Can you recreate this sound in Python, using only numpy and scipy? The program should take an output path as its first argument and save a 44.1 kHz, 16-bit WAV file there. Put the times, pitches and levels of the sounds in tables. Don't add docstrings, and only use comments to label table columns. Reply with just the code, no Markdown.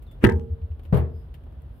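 import sys
import numpy as np
from scipy import signal
from scipy.fft import rfft, irfft
from scipy.io import wavfile
from scipy.ndimage import uniform_filter1d

SR = 44100
rng = np.random.default_rng(int(sys.argv[2]) if len(sys.argv) > 2 else 0)


def transcribe(u):
    v = np.clip(np.atleast_2d(u).T, -1, 1)
    q = np.round(v * 32767).astype(np.int16)
    wavfile.write(sys.argv[1], SR, q)


N = 79380
BANG_S, THUMP_S = 0.2392, 0.9255


def amp(db):
    return 10 ** (np.asarray(db) / 20)


def lookup(points, hz):
    f, value = np.transpose(points)
    return np.interp(np.log(hz + 1), np.log(f + 1), value)


def pan(db):
    gains = amp([[db / 2], [-db / 2]])
    return gains / np.sqrt(np.mean(gains ** 2))


def add(mix, start_s, sound):
    part = mix[:, round(start_s * SR):][:, :sound.shape[1]]
    part += sound[:, :part.shape[1]]


def tone(hz):
    return np.sin(2 * np.pi * hz * np.arange(N) / SR)


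def noise(spectrum, tilt=None):
    # f/Hz, correlation
    coherence = [(25, 1), (70, 0.96), (130, 0.87), (300, 0.87), (600, .4), (1000, 0.15), (2000, 0.1),
                 (12000, 0.067)]
    hz = np.fft.rfftfreq(N, 1 / SR)
    a, b = rfft(rng.standard_normal((2, N)))
    correlation = np.clip(lookup(coherence, hz), -1, 1)
    mid, side = a * np.sqrt(1 + correlation), b * np.sqrt(1 - correlation)
    bins = np.array([mid + side, mid - side]) * amp(lookup(spectrum, hz))
    rms = irfft(bins, N).std()
    return irfft(bins * (amp(lookup(tilt, hz)) if tilt else 1), N) / rms


def envelope(rise_s, t60_s):
    t = np.arange(N) / SR
    return np.minimum(t / rise_s, 1) * np.exp(-np.log(1000) * t / t60_s)


def ring(spectrum, decay, rise_s):
    hz, bins = np.fft.rfftfreq(N, 1 / SR), rfft(noise(spectrum))
    centres_hz, t60s = np.transpose(decay)
    weights = [lookup(np.c_[centres_hz, row], hz) for row in np.eye(len(decay))]
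    return sum(irfft(bins * w, N) * envelope(rise_s, t60_s) for w, t60_s in zip(weights, t60s))


def yard(level_db=-40.5, swell_rms_db=0.67):
    # f/Hz, level/dB
    spectrum = [(20, -23.5), (30, -19.5), (42, 1), (60, 1), (78, 3.5), (100, -8), (150, -11), (195, -26),
                (235, -18), (300, -25.5), (620, -28.5), (800, -33.5), (1000, -35.5), (1600, -41.5),
                (2300, -49), (3300, -47.5), (4500, -57.5), (7000, -70), (10000, -61.5), (13000, -60.5),
                (15500, -63.5)]
    t = np.arange(N) / SR
    swell = sum(np.sin(2 * np.pi * (hz * t + rng.random())) for hz in np.geomspace(0.5, 6, 10))
    return amp(level_db + swell_rms_db * swell / swell.std()) * noise(spectrum)


def scuffs():
    # t/s, level/dB, T60/s, body/dB, treble/dB
    rubs = [(0.022, -56, 0.1, 4.5, 9), (0.067, -64.5, 0.062, 9, 12), (0.1117, -55.5, 0.11, -2, 9.5),
            (.589, -74.5, 0.036, 4, 2.5), (0.617, -53.5, 0.05, 0, -9), (0.716, -52.5, 0.038, 2, -12),
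            (0.794, -50, 0.056, 7, -1), (.833, -56, 0.11, -8, 4), (0.851, -49.5, 0.097, 3.5, -1.5),
            (1.3405, -44, 0.084, -12, 0), (1.437, -52, 0.021, -13, -0.5), (1.467, -57.5, 0.051, 13, -12),
            (1.524, -64, 0.049, 15, 7), (1.619, -61.5, 0.033, 5, 13)]
    # f/Hz, level/dB
    spectrum = [(400, 21.5), (1500, 3), (2700, 9.5), (4000, 0), (6000, -12.5), (9000, -9), (13000, -1.5),
                (15500, -10)]
    out = np.zeros((2, N))
    for s, db, t60_s, body_db, treble_db in rubs:
        tilt = [(700, body_db), (2000, 0.015), (3500, 0.0072), (9000, treble_db)]
        add(out, s, amp(db) * pan(3) * noise(spectrum, tilt) * envelope(0.00067, t60_s))
    return out


def bird(glide_s=0.006, waver_depth=0.0077):
    # t/s, length/s, start f/Hz, end f/Hz, level/dB
    chirps = [(0.064, 0.125, 4400, 3500, -63.5)]
    out = np.zeros((2, N))
    for s, length_s, start_hz, end_hz, db in chirps:
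        t = np.arange(0, length_s, 1 / SR)
        waver = uniform_filter1d(rng.standard_normal((2, N)), size=130)[:, :len(t)]
        glide_hz = end_hz + (start_hz - end_hz) * np.exp(-t / glide_s)
        hz = glide_hz * (1 + waver_depth * waver / waver.std())
        swell = np.sin(np.pi * np.sqrt(t / length_s))
        add(out, s, amp(db) * swell * np.sin(2 * np.pi * np.cumsum(hz, axis=1) / SR))
    return out


def scrape(length_s=0.028, end_db=-28, rise_db=26):
    # f/Hz, level/dB
    spectrum = [(60, -9.5), (350, 7), (500, 5), (600, -20.5), (1100, -7.5), (2800, -11.5), (4500, -36.5),
                (12000, -35)]
    out, count = np.zeros((2, N)), round(length_s * SR)
    approach = amp(end_db + np.linspace(-rise_db, 0, count))
    add(out, BANG_S - length_s, approach * pan(3.5) * noise(spectrum)[:, :count])
    return out


def bang(rise_s=0.00063, rebound_rise_s=0.0022):
    # f/Hz, level/dB
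    shove = [(30, 3), (110, 23.5), (200, 12.5), (330, 14.5), (480, 10.5), (620, -48), (1200, -43)]
    # f/Hz, level/dB
    walls = [(25, -10), (60, -10), (120, 9), (220, -2), (270, -8.5), (400, 10.5), (490, -7.5), (580, -23),
             (850, -13.5), (1400, -12), (2000, -32), (3200, -17.5), (4500, -43), (12000, -51.5)]
    # f/Hz, T60/s
    wall_decay = [(60, 0.75), (200, 0.45), (450, 0.37), (900, 0.33), (2000, 0.098), (4000, 0.2),
                  (12000, 0.51)]
    # f/Hz, level/dB re contact, T60/s
    sheet_modes = [(822, -35.5, 0.5), (875, -20.5, .21), (915, -17, .21), (1113, -30, .1),
                   (1273, -16.5, 0.069), (1592.6, -21.5, .15), (1665, -16, 0.053), (1750, -21, .13),
                   (1773, -11, 0.059), (1980, -21.5, 0.079), (2264, -30.5, .12), (2650, -26, .08),
                   (3085, -34, .08)]
    # t/s, level/dB, T60/s, pan/dB
    cracks = [(0.2383, -23.5, 0.029, -3), (0.2413, -11.5, 0.034, 24), (0.2483, -11, 0.017, 6),
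              (0.2555, -19.5, 0.0097, 25)]
    # f/Hz, level/dB
    crack_spectrum = [(500, -5), (740, -36), (900, 2.5), (1080, -7), (1270, 1.5), (1430, -26), (1620, -1),
                      (1900, -4), (2300, -3), (3000, -9), (4000, -21.5), (7000, -37.5), (9000, -25.5),
                      (12500, -33), (15500, -36)]
    # t/s, level/dB, T60/s, pan/dB
    rebounds = [(.2640, -19.5, .04, -1), (.2898, -20.5, 0.059, 0), (.2970, -39, 0.055, 5),
                (0.3106, -32.5, 0.12, 3)]
    # f/Hz, level/dB
    clack_spectrum = [(450, -13), (700, -6.5), (890, 14), (1100, -11.5), (1400, -10), (1650, 7),
                      (2000, -1.5), (2400, -14.5), (3100, -21.5), (4000, -32), (12000, -41)]
    out = np.zeros((2, N))
    add(out, BANG_S, amp(-4) * pan(-4) * noise(shove) * envelope(rise_s, t60_s=0.1))
    add(out, BANG_S, amp(-18) * pan(-10) * ring(walls, wall_decay, rise_s=0.0019))
    clang = pan(3.5) * sum((-1) ** k * amp(db) * tone(hz) * envelope(rise_s, t60_s)
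                           for k, (hz, db, t60_s) in enumerate(sheet_modes))
    for s, db, t60_s, pan_db in cracks:
        crack = pan(pan_db) * noise(crack_spectrum) * envelope(rise_s, t60_s)
        add(out, s, amp(db) * (crack + clang))
    for s, db, t60_s, pan_db in rebounds:
        clack = pan(pan_db) * noise(clack_spectrum) * envelope(rebound_rise_s, t60_s)
        add(out, s, amp(db) * (clack + amp(1) * clang))
    return out


def boom(hz=79.58):
    # crest t/s, level/dB, length/s
    throbs = [(0.253, -13.5, 0.051), (0.356, -15.5, 0.1), (0.429, -29.5, 0.08), (0.527, -19, 0.076),
              (0.64, -22.5, 0.082), (0.721, -24.5, 0.065), (0.875, -31.5, 0.17), (1.0, -20, 0.24),
              (1.17, -30.5, 0.11)]
    t = np.arange(N) / SR
    gain = sum(amp(db) * np.cos(np.pi * np.clip((t - s) / length_s, -0.5, 0.5)) ** 2
               for s, db, length_s in throbs)
    return pan(1) * gain * tone(hz)


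def shell(base_rise_s=0.00118, rise_cycles=0.56, bang_lag_s=0.00032, thump_lag_s=-0.0004):
    # f/Hz, T60/s, bang level/dB, thump level/dB, pan/dB
    modes = [(111, 0.26, -13, -33.5, -2.5), (123.2, 0.22, -12.5, -22.5, -6),
             (127.94, 0.37, -33.5, -11.5, 29), (151.8, 0.54, -29.5, -31, 2), (158.3, 0.084, -27, -4.5, 2),
             (196.2, 0.37, -19, -29, 7), (225.4, 0.58, -22, -39, 2.5), (243.4, 0.64, -29, -32, -6.5),
             (311.4, .18, -24.5, -46.5, -6), (355, 0.57, -38.5, -32, -0.5), (383.2, 0.45, -21, -46, -2.5),
             (396.4, 0.34, -22.5, -31, -6), (422, 0.35, -26.5, -27, -3.5), (454, .9, -27, -37.5, -1.5),
             (479.7, 0.38, -22, -53.5, 1), (491.7, 0.37, -34, -29.5, 6), (524.7, .2, -32.5, -40, -6.5),
             (594, 0.36, -35.5, -28, -5), (617, .5, -40.5, -55, 1.5), (645, 0.46, -41, -32, 2),
             (932, 0.26, -49, -31.5, 3), (1063, .25, -38.5, -40, 3.5)]
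    out, t = np.zeros((2, N)), np.arange(N) / SR
    for k, (hz, t60_s, bang_db, thump_db, pan_db) in enumerate(modes):
        fade = (-1) ** k * pan(pan_db) * envelope(base_rise_s + rise_cycles / hz, t60_s)
        for s, db, lag_s in [(BANG_S, bang_db, bang_lag_s), (THUMP_S, thump_db, thump_lag_s)]:
            stereo_t = t + np.array([[-lag_s], [lag_s]]) / 2
            add(out, s, amp(db) * fade * np.sin(2 * np.pi * hz * stereo_t))
    return out


def ticks():
    # t/s, level/dB, pan/dB
    contacts = [(0.2704, -17.5, 27), (0.2897, -31, 16), (0.2972, -20.5, 23), (0.2976, -57, 5.5),
                (0.3226, -30, 10), (.3605, -42.5, 12.5), (0.3966, -39, 12), (0.4118, -46, 14.5)]
    # f/Hz, level/dB
    spectrum = [(600, -9), (2200, 11.5), (4000, -3), (5500, -2.5), (7000, -10.5), (9000, -3), (12000, -14),
                (15500, -14)]
    out = np.zeros((2, N))
    for s, db, pan_db in contacts:
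        add(out, s, amp(db) * pan(pan_db) * noise(spectrum) * envelope(0.00086, t60_s=0.0044))
    return out


def thump(rise_s=0.005):
    # t/s, thud level/dB, grit level/dB
    contacts = [(0.9234, -22, -63), (.9400, -21, -47), (.9650, -25, -45)]
    # f/Hz, level/dB
    thud = [(40, -1), (90, 6), (170, 6.5), (240, -18.5), (300, -9.5), (370, -2), (470, -2), (550, -11),
            (780, -10), (1030, -10), (1400, -19), (1750, -19.5), (2300, -26.5), (3500, -36), (4500, -38.5),
            (5500, -47), (8000, -47.5)]
    # f/Hz, T60/s
    thud_decay = [(60, 0.31), (200, 0.42), (450, 0.4), (900, 0.27), (2000, 0.27), (4000, 0.22),
                  (12000, 0.11)]
    # f/Hz, level/dB
    grit = [(1500, 1), (3500, 4), (6500, -27), (8500, -4), (11000, 0), (13000, 2), (15500, -16)]
    out = np.zeros((2, N))
    for s, thud_db, grit_db in contacts:
        add(out, s, amp(thud_db) * pan(0.5) * ring(thud, thud_decay, rise_s))
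        add(out, s, amp(grit_db) * pan(1.5) * noise(grit) * envelope(rise_s, t60_s=0.13))
    return out


def rustles(whistle_hz=5050, skirt_hz=1320):
    # t/s, length/s, level/dB, whistle/dB re rustle
    swells = [(1.06, 0.25, -76.5, -1.5), (1.68, .2, -74.5, -18)]
    # f/Hz, level/dB
    spectrum = [(3000, -33.5), (4600, -23), (6000, -27), (9000, -7), (10200, -6), (11200, -7.5), (12500, 1),
                (15500, -9)]
    whistle = [(whistle_hz - skirt_hz, -50), (whistle_hz, 0), (whistle_hz + skirt_hz, -50)]
    out = np.zeros((2, N))
    for s, length_s, db, whistle_db in swells:
        swell = np.hanning(round(length_s * SR))
        hiss = noise(spectrum) + amp(whistle_db) * noise(whistle)
        add(out, s, amp(db) * swell * hiss[:, :len(swell)])
    return out


def scene():
    return yard() + scuffs() + bird() + scrape() + bang() + boom() + shell() + ticks() + thump() + rustles()


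def record(dry):
    cutoff_hz = 15800
    clipped = dry / (1 + dry ** 8) ** (1 / 8)
    lowpass = signal.firwin(511, cutoff_hz, window=("kaiser", 9), fs=SR)
    return signal.oaconvolve(clipped, lowpass[None], "same")


dry = scene()
out = record(dry)
transcribe(out)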